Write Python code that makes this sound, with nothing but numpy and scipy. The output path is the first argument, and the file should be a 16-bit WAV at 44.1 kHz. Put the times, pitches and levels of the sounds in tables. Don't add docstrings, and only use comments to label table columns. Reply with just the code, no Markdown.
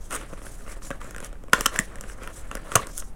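import sys
import numpy as np
from scipy import signal
from scipy.fft import rfft, irfft
from scipy.io import wavfile
from scipy.ndimage import uniform_filter1d

SR = 44100
rng = np.random.default_rng(int(sys.argv[2]) if len(sys.argv) > 2 else 0)


def gain_from_db(level_db):
    decades = np.asarray(level_db, float) / 20
    return 10 ** decades


def bounce(signal):
    frames = np.transpose(np.atleast_2d(signal))
    limited = np.clip(frames, -1, 1)
    pcm = np.round(limited * 32767).astype(np.int16)
    wavfile.write(sys.argv[1], SR, pcm)


N = 138915


def evened(x):
    return x / np.sqrt(np.mean(x ** 2) + 1e-20)


def read(points, hz):
    point_hz, value = np.transpose(points)
    return np.interp(np.log(hz + 1), np.log(point_hz + 1), value)


def add(track, start_s, sound):
    part = track[round(start_s * SR):][:len(sound)]
    part += sound[:len(part)]


def play(events, make_sound):
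    track = np.zeros(N)
    for start_s, *details in events:
        add(track, start_s, make_sound(*details))
    return track


def smooth_twice(x, size, axis=-1):
    return uniform_filter1d(uniform_filter1d(x, size, axis=axis), size, axis=axis)


def colour(x, points):
    level_db = read(points, abs(np.fft.fftfreq(8192, 1 / SR)))
    log_gain = np.log(gain_from_db(np.maximum(level_db, -100)))
    taps = np.fft.ifft(np.exp(np.conj(signal.hilbert(log_gain)))).real[:4096]
    return signal.oaconvolve(x, taps / np.linalg.norm(taps))[:len(x)]


def ring(hz, t60_s, t):
    swell_cycles = 0.84
    swell = (1 - np.exp(-t * hz / swell_cycles)) ** 2
    return np.sin(2 * np.pi * hz * t) * gain_from_db(-t / t60_s * 60) * swell


# pitch_hz [Hz], level_db [dB]
AIR_SPECTRUM = [(20, 12.5), (42, 7), (62, -3.5), (550, -20), (1600, -31), (4300, -46), (9000, -41.5),
                (16000, -52)]


def air():
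    gain = gain_from_db(read(AIR_SPECTRUM, np.fft.rfftfreq(N, 1 / SR)))
    return gain_from_db(-35.5) * evened(irfft(rfft(rng.standard_normal(N)) * gain, N))


# pitch_hz [Hz], t60_s [s to fall 60 dB]
ECHO_TIMES = [(600, 0.17), (4000, 0.2), (12000, 0.046)]


def room(x):
    taps = np.zeros(SR // 2)
    at = np.arange(200, SR // 2 - 20, 20)
    taps[at + rng.integers(0, 20, len(at))] = rng.choice([-1., 1.], len(at))
    hz, t, bands = signal.stft(taps, SR, nperseg=256)
    fade = gain_from_db(-60 * t / read(ECHO_TIMES, hz)[:, None])
    tail = signal.istft(bands * fade, SR, nperseg=256)[1]
    return signal.fftconvolve(x, tail / np.linalg.norm(tail))[:N]


def grit(catches_per_s, spread_db, share):
    size = gain_from_db(spread_db * np.minimum(rng.exponential(1, N), 2.5))
    catches = size * (rng.random(N) < catches_per_s / SR)
    catches = signal.lfilter([1], [1, -.97], catches) * rng.standard_normal(N)
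    flutter_db = 2.0 * evened(smooth_twice(rng.standard_normal(N), 300))
    return (share * evened(catches) + (1 - share) * rng.standard_normal(N)) * gain_from_db(flutter_db)


# start_s [s], length_s [s], level_db [dB]
CRINKLES = [
    (.655, 0.11, -47.5),
    (0.996, .05, -49),
    (1.22, 0.056, -49),
    (2.033, 0.12, -51.5),
]
# pitch_hz [Hz], level_db [dB per Hz]
CRINKLE_SPECTRUM = [(800, -54), (1200, 2), (2100, 4), (3000, -14), (4200, -34)]


def crinkle():
    def swell(length_s, level_db):
        return gain_from_db(level_db) * np.hanning(round(length_s * SR)) ** .5

    return play(CRINKLES, swell) * evened(colour(grit(700, 3.5, .6), CRINKLE_SPECTRUM))


# start_s [s], length_s [s], from_hz [Hz], to_hz [Hz], level_db [dB]
SQUEAKS = [
    (.57, .06, 14100, 15900, -69),
    (.795, .025, 15800, 14000, -68),
]


def squeak(length_s, from_hz, to_hz, level_db):
    hz = np.linspace(from_hz, to_hz, round(length_s * SR))
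    return gain_from_db(level_db) * np.hanning(len(hz)) ** .5 * np.sin(2 * np.pi * np.cumsum(hz) / SR)


def patchy(x, patch_db):
    bands = signal.stft(x, nperseg=256)[2]
    field = rng.standard_normal(bands.T.shape)
    field = uniform_filter1d(uniform_filter1d(field, size=14, axis=0), size=7, axis=1)
    return evened(signal.istft(bands * gain_from_db(patch_db * evened(field).T), nperseg=256)[1][:N])


def linger(level):
    let_go_s = 0.011
    keep = np.exp(-1 / (let_go_s * SR))
    return np.maximum(level, signal.lfilter([1 - keep], [1, -keep], level))


# start_s [s], length_s
# [s], hiss_db [dB], card_db [dB], peak_place [0-1 of the stroke]
STROKES = [(0.0, 0.27, -53.5, -57, 0.04), (0.09, 0.1, -44, -35.5, 0.58), (0.171, 0.12, -52, -43, .3),
           (0.264, 0.12, -53.5, -48, 0.29), (0.363, 0.039, -56, -46, 0.47), (0.384, 0.14, -47.5, -48, 0.55),
           (0.486, 0.11, -50.5, -50, 0.33), (0.558, 0.15, -54, -49, 0.38), (0.652, 0.082, -44, -40.5, 1),
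           (0.748, 0.053, -57.5, -49, 0.43), (0.805, 0.11, -44, -47, 0.33), (0.9, 0.1, -52.5, -45, 0),
           (0.999, 0.21, -52.5, -45, 0), (1.142, 0.12, -56, -45.5, 0.64), (1.224, 0.046, -44, -38, 0.65),
           (1.276, 0.16, -71, -54.5, 0.07),
           (1.5187, 0.037, -39.5, -30.5, 0.66), (2.75, 0.031, -40.5, -35, 0.35),
         (1.538, 0.21, -42, -35.5, 0.15), (1.697, 0.085, -43, -35.5, 0.86), (1.79, 0.082, -43, -38, 0),
         (1.854, 0.47, -61, -48, 0), (1.997, 0.13, -50.5, -51, 1), (2.138, 0.18, -52.5, -43.5, 0.8),
         (2.283, 0.14, -45, -48.5, 0.71), (2.398, 0.17, -60, -49, 0.31), (2.496, 0.14, -53, -45, 0.31),
         (2.55, 0.29, -47.5, -38, 0.91), (2.772, 0.17, -58, -49.5, 0.48), (2.852, 0.15, -46, -55, 0.8),
         (2.976, 0.059, -46.5, -53, 0.4), (3.021, 0.12, -55, -75, 0.12)]
# pitch_hz [Hz], level_db [dB per Hz]
HISS_SPECTRUM = [(1800, -33), (3200, -11), (4500, -12.5), (5700, -3), (8200, -0.5), (10500, -3),
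                 (12500, -13), (16000, -16.5)]
# pitch_hz [Hz], level_db [dB per Hz]
CARD_SPECTRUM = [(88, -18.5), (150, -7.5), (556, 0), (851, -11), (1120, -3.5), (1380, -6), (1730, -7),
                 (2370, -13), (4500, -25), (5850, -30), (9900, -120)]


def strokes():
    hiss_level, card_level = np.zeros(N), np.zeros(N)
    for start_s, length_s, hiss_db, card_db, peak in STROKES:
        u = np.linspace(0, 1, round(length_s * SR))
        peak = np.clip(peak, .05, .95)
        rise_and_fall = np.minimum(u / peak, (1 - u) / (1 - peak))
        shape = np.sin(np.pi / 2 * rise_and_fall) ** 1.72
        add(hiss_level, start_s, gain_from_db(hiss_db) * shape)
        add(card_level, start_s, gain_from_db(card_db) * shape)
    fizz = patchy(colour(grit(810, 9.5, 0.19), HISS_SPECTRUM), 2.2)
    rasp = patchy(colour(grit(600, 1.9, 0.38), CARD_SPECTRUM), 2.2)
    return linger(hiss_level) * fizz + linger(card_level) * rasp


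# pitch_hz [Hz], level_db [dB], t60_s [s to fall 60 dB]
BOX_MODES = [(640, -19, 0.0079), (1100, -11, 0.048), (1850, -3.5, 0.017), (2662, -7.5, 0.014),
             (3430, -21.5, 0.033)]
# pitch_hz [Hz], level_db [dB per Hz]
CRACK_SPECTRUM = [(1800, -36.5), (3300, -10), (4500, -11.5), (5700, -3), (8200, -0.5), (11500, -7.5),
                  (16000, -12.5)]
BLADE_HZ = 8350


def click(crack_db, card_db, card_hz, thud_db, length=1, blade=.25, blade_hz=BLADE_HZ, rise_s=0.0016,
          tone=CRACK_SPECTRUM):
    t = np.arange(3000) / SR
    bends = rng.uniform(0.919, 1.087, len(BOX_MODES))
    crack_t60_s, ping_t60_s, thud_t60_s, thud_hz = length * 0.0048, 0.011, 0.016, 217.4

    burst = rng.standard_normal(len(t)) * gain_from_db(-60 * t / crack_t60_s)
    crack = colour(burst * (1 - np.exp(-t / rise_s)) ** 2, tone)
    crack = crack / abs(crack).max() + blade * ring(blade_hz * bends[3] ** .5, crack_t60_s, t)

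    box = sum(gain_from_db(db) * ring(hz * bend, t60_s, t) for (hz, db, t60_s), bend in zip(BOX_MODES, bends))
    card = ring(card_hz, ping_t60_s, t) + 0.34 * ring(3000 * bends[2], ping_t60_s / 2, t)
    card = card + gain_from_db(-9.5) * box

    thud = ring(thud_hz * bends[0], thud_t60_s, t)
    thud = thud + 0.44 * ring(2.374 * thud_hz * bends[1], thud_t60_s, t)
    parts = ((crack, crack_db + 1.5), (card, card_db + 0.5), (thud, thud_db + 2))
    return sum(gain_from_db(db) * x / abs(x).max() for x, db in parts)


# start_s [s], crack_db [dB], card_db [dB], card_hz [Hz], thud_db [dB]
TICKS = [(0.2124, -50, -30.5, 1350, -54), (0.3276, -50, -34.5, 1140, -29.5),
         (0.3338, -47, -33.5, 1330, -30.5), (0.3763, -50, -37, 1100, -40), (0.417, -47, -35.5, 1260, -36),
         (0.466, -52, -31.5, 1580, -37.5), (0.6639, -50, -37.5, 1360, -39), (0.6777, -49, -34, 1160, -37),
         (0.82, -51, -36.5, 1240, -52), (0.9045, -31.5, -24, 1164, -22.5),
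         (0.9115, -36, -21.5, 1630, -25.5), (1.0147, -37.5, -26, 1180, -51), (1.0435, -39, -42, 1550, -36),
         (1.075, -43, -49, 1310, -36), (1.0934, -47, -43, 1770, -49), (1.1084, -29, -36.5, 1420, -35.5),
         (1.1463, -37, -28, 1490, -43), (1.1627, -30, -28, 1660, -32), (1.1818, -31, -26.5, 1460, -55),
         (1.2028, -30, -32, 1570, -34.5), (1.2268, -37, -33, 990, -32), (1.2456, -23.5, -53, 1550, -50),
         (1.291, -53, -44, 1250, -43), (1.3282, -40.5, -38.5, 1400, -34.5), (1.3548, -62, -43.5, 1560, -46),
         (1.4374, -43.5, -41.5, 1350, -35), (1.4825, -47, -39, 1080, -36), (1.4965, -49, -46, 2280, -48),
         (1.5900, -32, -45, 1400, -47), (1.7419, -28, -39, 1940, -47), (1.9848, -43, -37, 1800, -42),
              (2.0981, -40.5, -30, 1580, -60), (2.7245, -29, -29, 1310, -50),
              (1.9564, -30.5, -33.5, 1760, -41), (2.0095, -25, -34, 1330, -37.5),
              (2.038, -41, -30.5, 1570, -35.5), (2.2184, -58, -34.5, 1430, -33.5),
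              (2.2337, -33, -33, 1230, -44), (2.2743, -31.5, -25, 1354, -37),
              (2.5134, -29.5, -21.5, 1310, -32), (2.5519, -22.5, -26, 1430, -26),
              (2.5701, -37, -27, 1540, -33), (2.718, -26.5, -19.5, 1330, -32),
              (2.8696, -27, -32.5, 1490, -38), (3.0228, -56, -32, 1310, -39)]


def tick(crack_db, card_db, card_hz, thud_db):
    return click(crack_db, card_db, card_hz, thud_db, blade=0.64, rise_s=0.00073, tone=HISS_SPECTRUM)


# start_s [s], crack_db [dB]
SLIPS = [(.1080, -25.5), (0.1101, -36), (0.1153, -30), (0.118, -26), (0.123, -24), (0.1249, -25),
         (0.1272, -21.5), (0.1324, -22.5), (0.1371, -30), (0.1394, -27), (0.142, -23), (0.146, -26),
         (0.149, -18), (.1530, -18), (0.1575, -21), (0.1627, -19.5)]


def slip(crack_db):
    card_hz = 1276 * rng.uniform(0.935, 1.105)
    return click(crack_db, -28, card_hz, -40, length=0.58, blade=1.8, blade_hz=8600,
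                 rise_s=0.00015, tone=HISS_SPECTRUM)


# start_s [s], crack_db [dB], blade_hz [Hz]
SPLINTERS = [
    (2.974, -28, 10100),
    (2.9782, -14.5, 9330),
    (2.9844, -20, 10800),
    (2.9905, -27, 10500),
    (2.9934, -33, 9500),
    (2.996, -26, 8500),
    (2.9996, -22, 8050),
    (3.003, -23.5, 6360),
]


def splinter(crack_db, blade_hz):
    return click(crack_db, crack_db - 21, 1440, crack_db - 42, length=1.4, blade=1.0,
                 blade_hz=blade_hz, rise_s=0.00015)


def bump():
    t = np.arange(SR // 4) / SR
    knock = ring(117, 0.069, t + 0.0035) * np.minimum(t / 0.0024, 1)
    return gain_from_db(-7) * (knock + 1.2 * ring(681, 0.032, t))


# start_s [s], pitch_hz [Hz], peak_db [dB], t60_s [s; each note swells and stops within 0.42 of this]
RINGS = [(0.9297, 1510, -33.5, .01), (1.5314, 1174, -8, 0.016), (1.5332, 2760, -18, 0.022),
         (1.5328, 5040, -15.5, 0.0085), (1.5328, 6270, -19.5, 0.02), (1.6092, 1830, -25, 0.019),
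         (1.6082, 5650, -24, .006), (1.6590, 2960, -14.5, 0.015), (1.6621, 3220, -18, .014),
         (1.6607, 5315, -17, 0.014), (1.783, 1750, -30, 0.027), (1.7893, 7320, -11.5, 0.0087),
         (1.7894, 8650, -17.5, 0.0093), (1.7946, 208, -18.5, 0.028), (2.7541, 8600, -13, 0.0066),
         (2.7558, 6300, -5.5, 0.0056), (2.7639, 1185, -8, 0.02), (2.7755, 5770, -37, 0.0062),
         (2.7904, 1140, -23.5, 0.041)]


def swelling_note(hz, peak_db, t60_s):
    held_s = 0.42 * t60_s
    t = np.arange(0, held_s, 1 / SR)
    swell = np.sin(np.pi * (t / held_s) ** 0.5) ** 2
    return gain_from_db(peak_db) * np.sin(2 * np.pi * hz * t) * swell


# start_s [s], crack_db [dB], card_db [dB], card_hz [Hz], thud_db [dB]
SNAPS = [(1.5323, -6, 1.5, 1426, -12), (1.5354, -18, -8.5, 1775, -37), (1.6082, -10, -17.5, 1200, -24.5),
         (1.6583, -7.5, -8.5, 1300, -32), (1.6620, -6, -11, 1323, -22.5), (1.7601, -23, -16, 1650, -39),
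         (1.7894, -15, -7.5, 1850, -31), (1.7972, -19.5, -41, 1820, -36), (2.7541, -7, -8, 1430, -15.5),
         (2.7567, -1.5, -5.5, 1100, -16.5), (2.7629, -19.5, -13, 1230, -26)]


def snaps():
    return play(SNAPS, click)


def scene():
    box = strokes() + play(SQUEAKS, squeak)
    box += play(TICKS, tick)
    box += play(SLIPS, slip) + play(SPLINTERS, splinter)
    box += snaps()
    add(box, 2.755, bump())
    rings = play(RINGS, swelling_note)
    echo = gain_from_db(-16.5) * room(box + gain_from_db(-10) * rings)
    return (air() + echo + crinkle() + box + rings)[None]


def band_limit(x):
    return signal.sosfilt(signal.butter(12, 16830, fs=SR, output="sos"), x)


def record(dry):
    mix = .96 * dry / (1 + dry ** 4) ** .25
    mix = signal.sosfilt(signal.butter(12, 16300, fs=SR, output="sos"), mix)
    mix = signal.sosfilt(signal.ellip(6, .5, 20, 15900, fs=SR, output="sos"), mix)
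    return band_limit(mix)


dry = scene()
out = record(dry)
bounce(out)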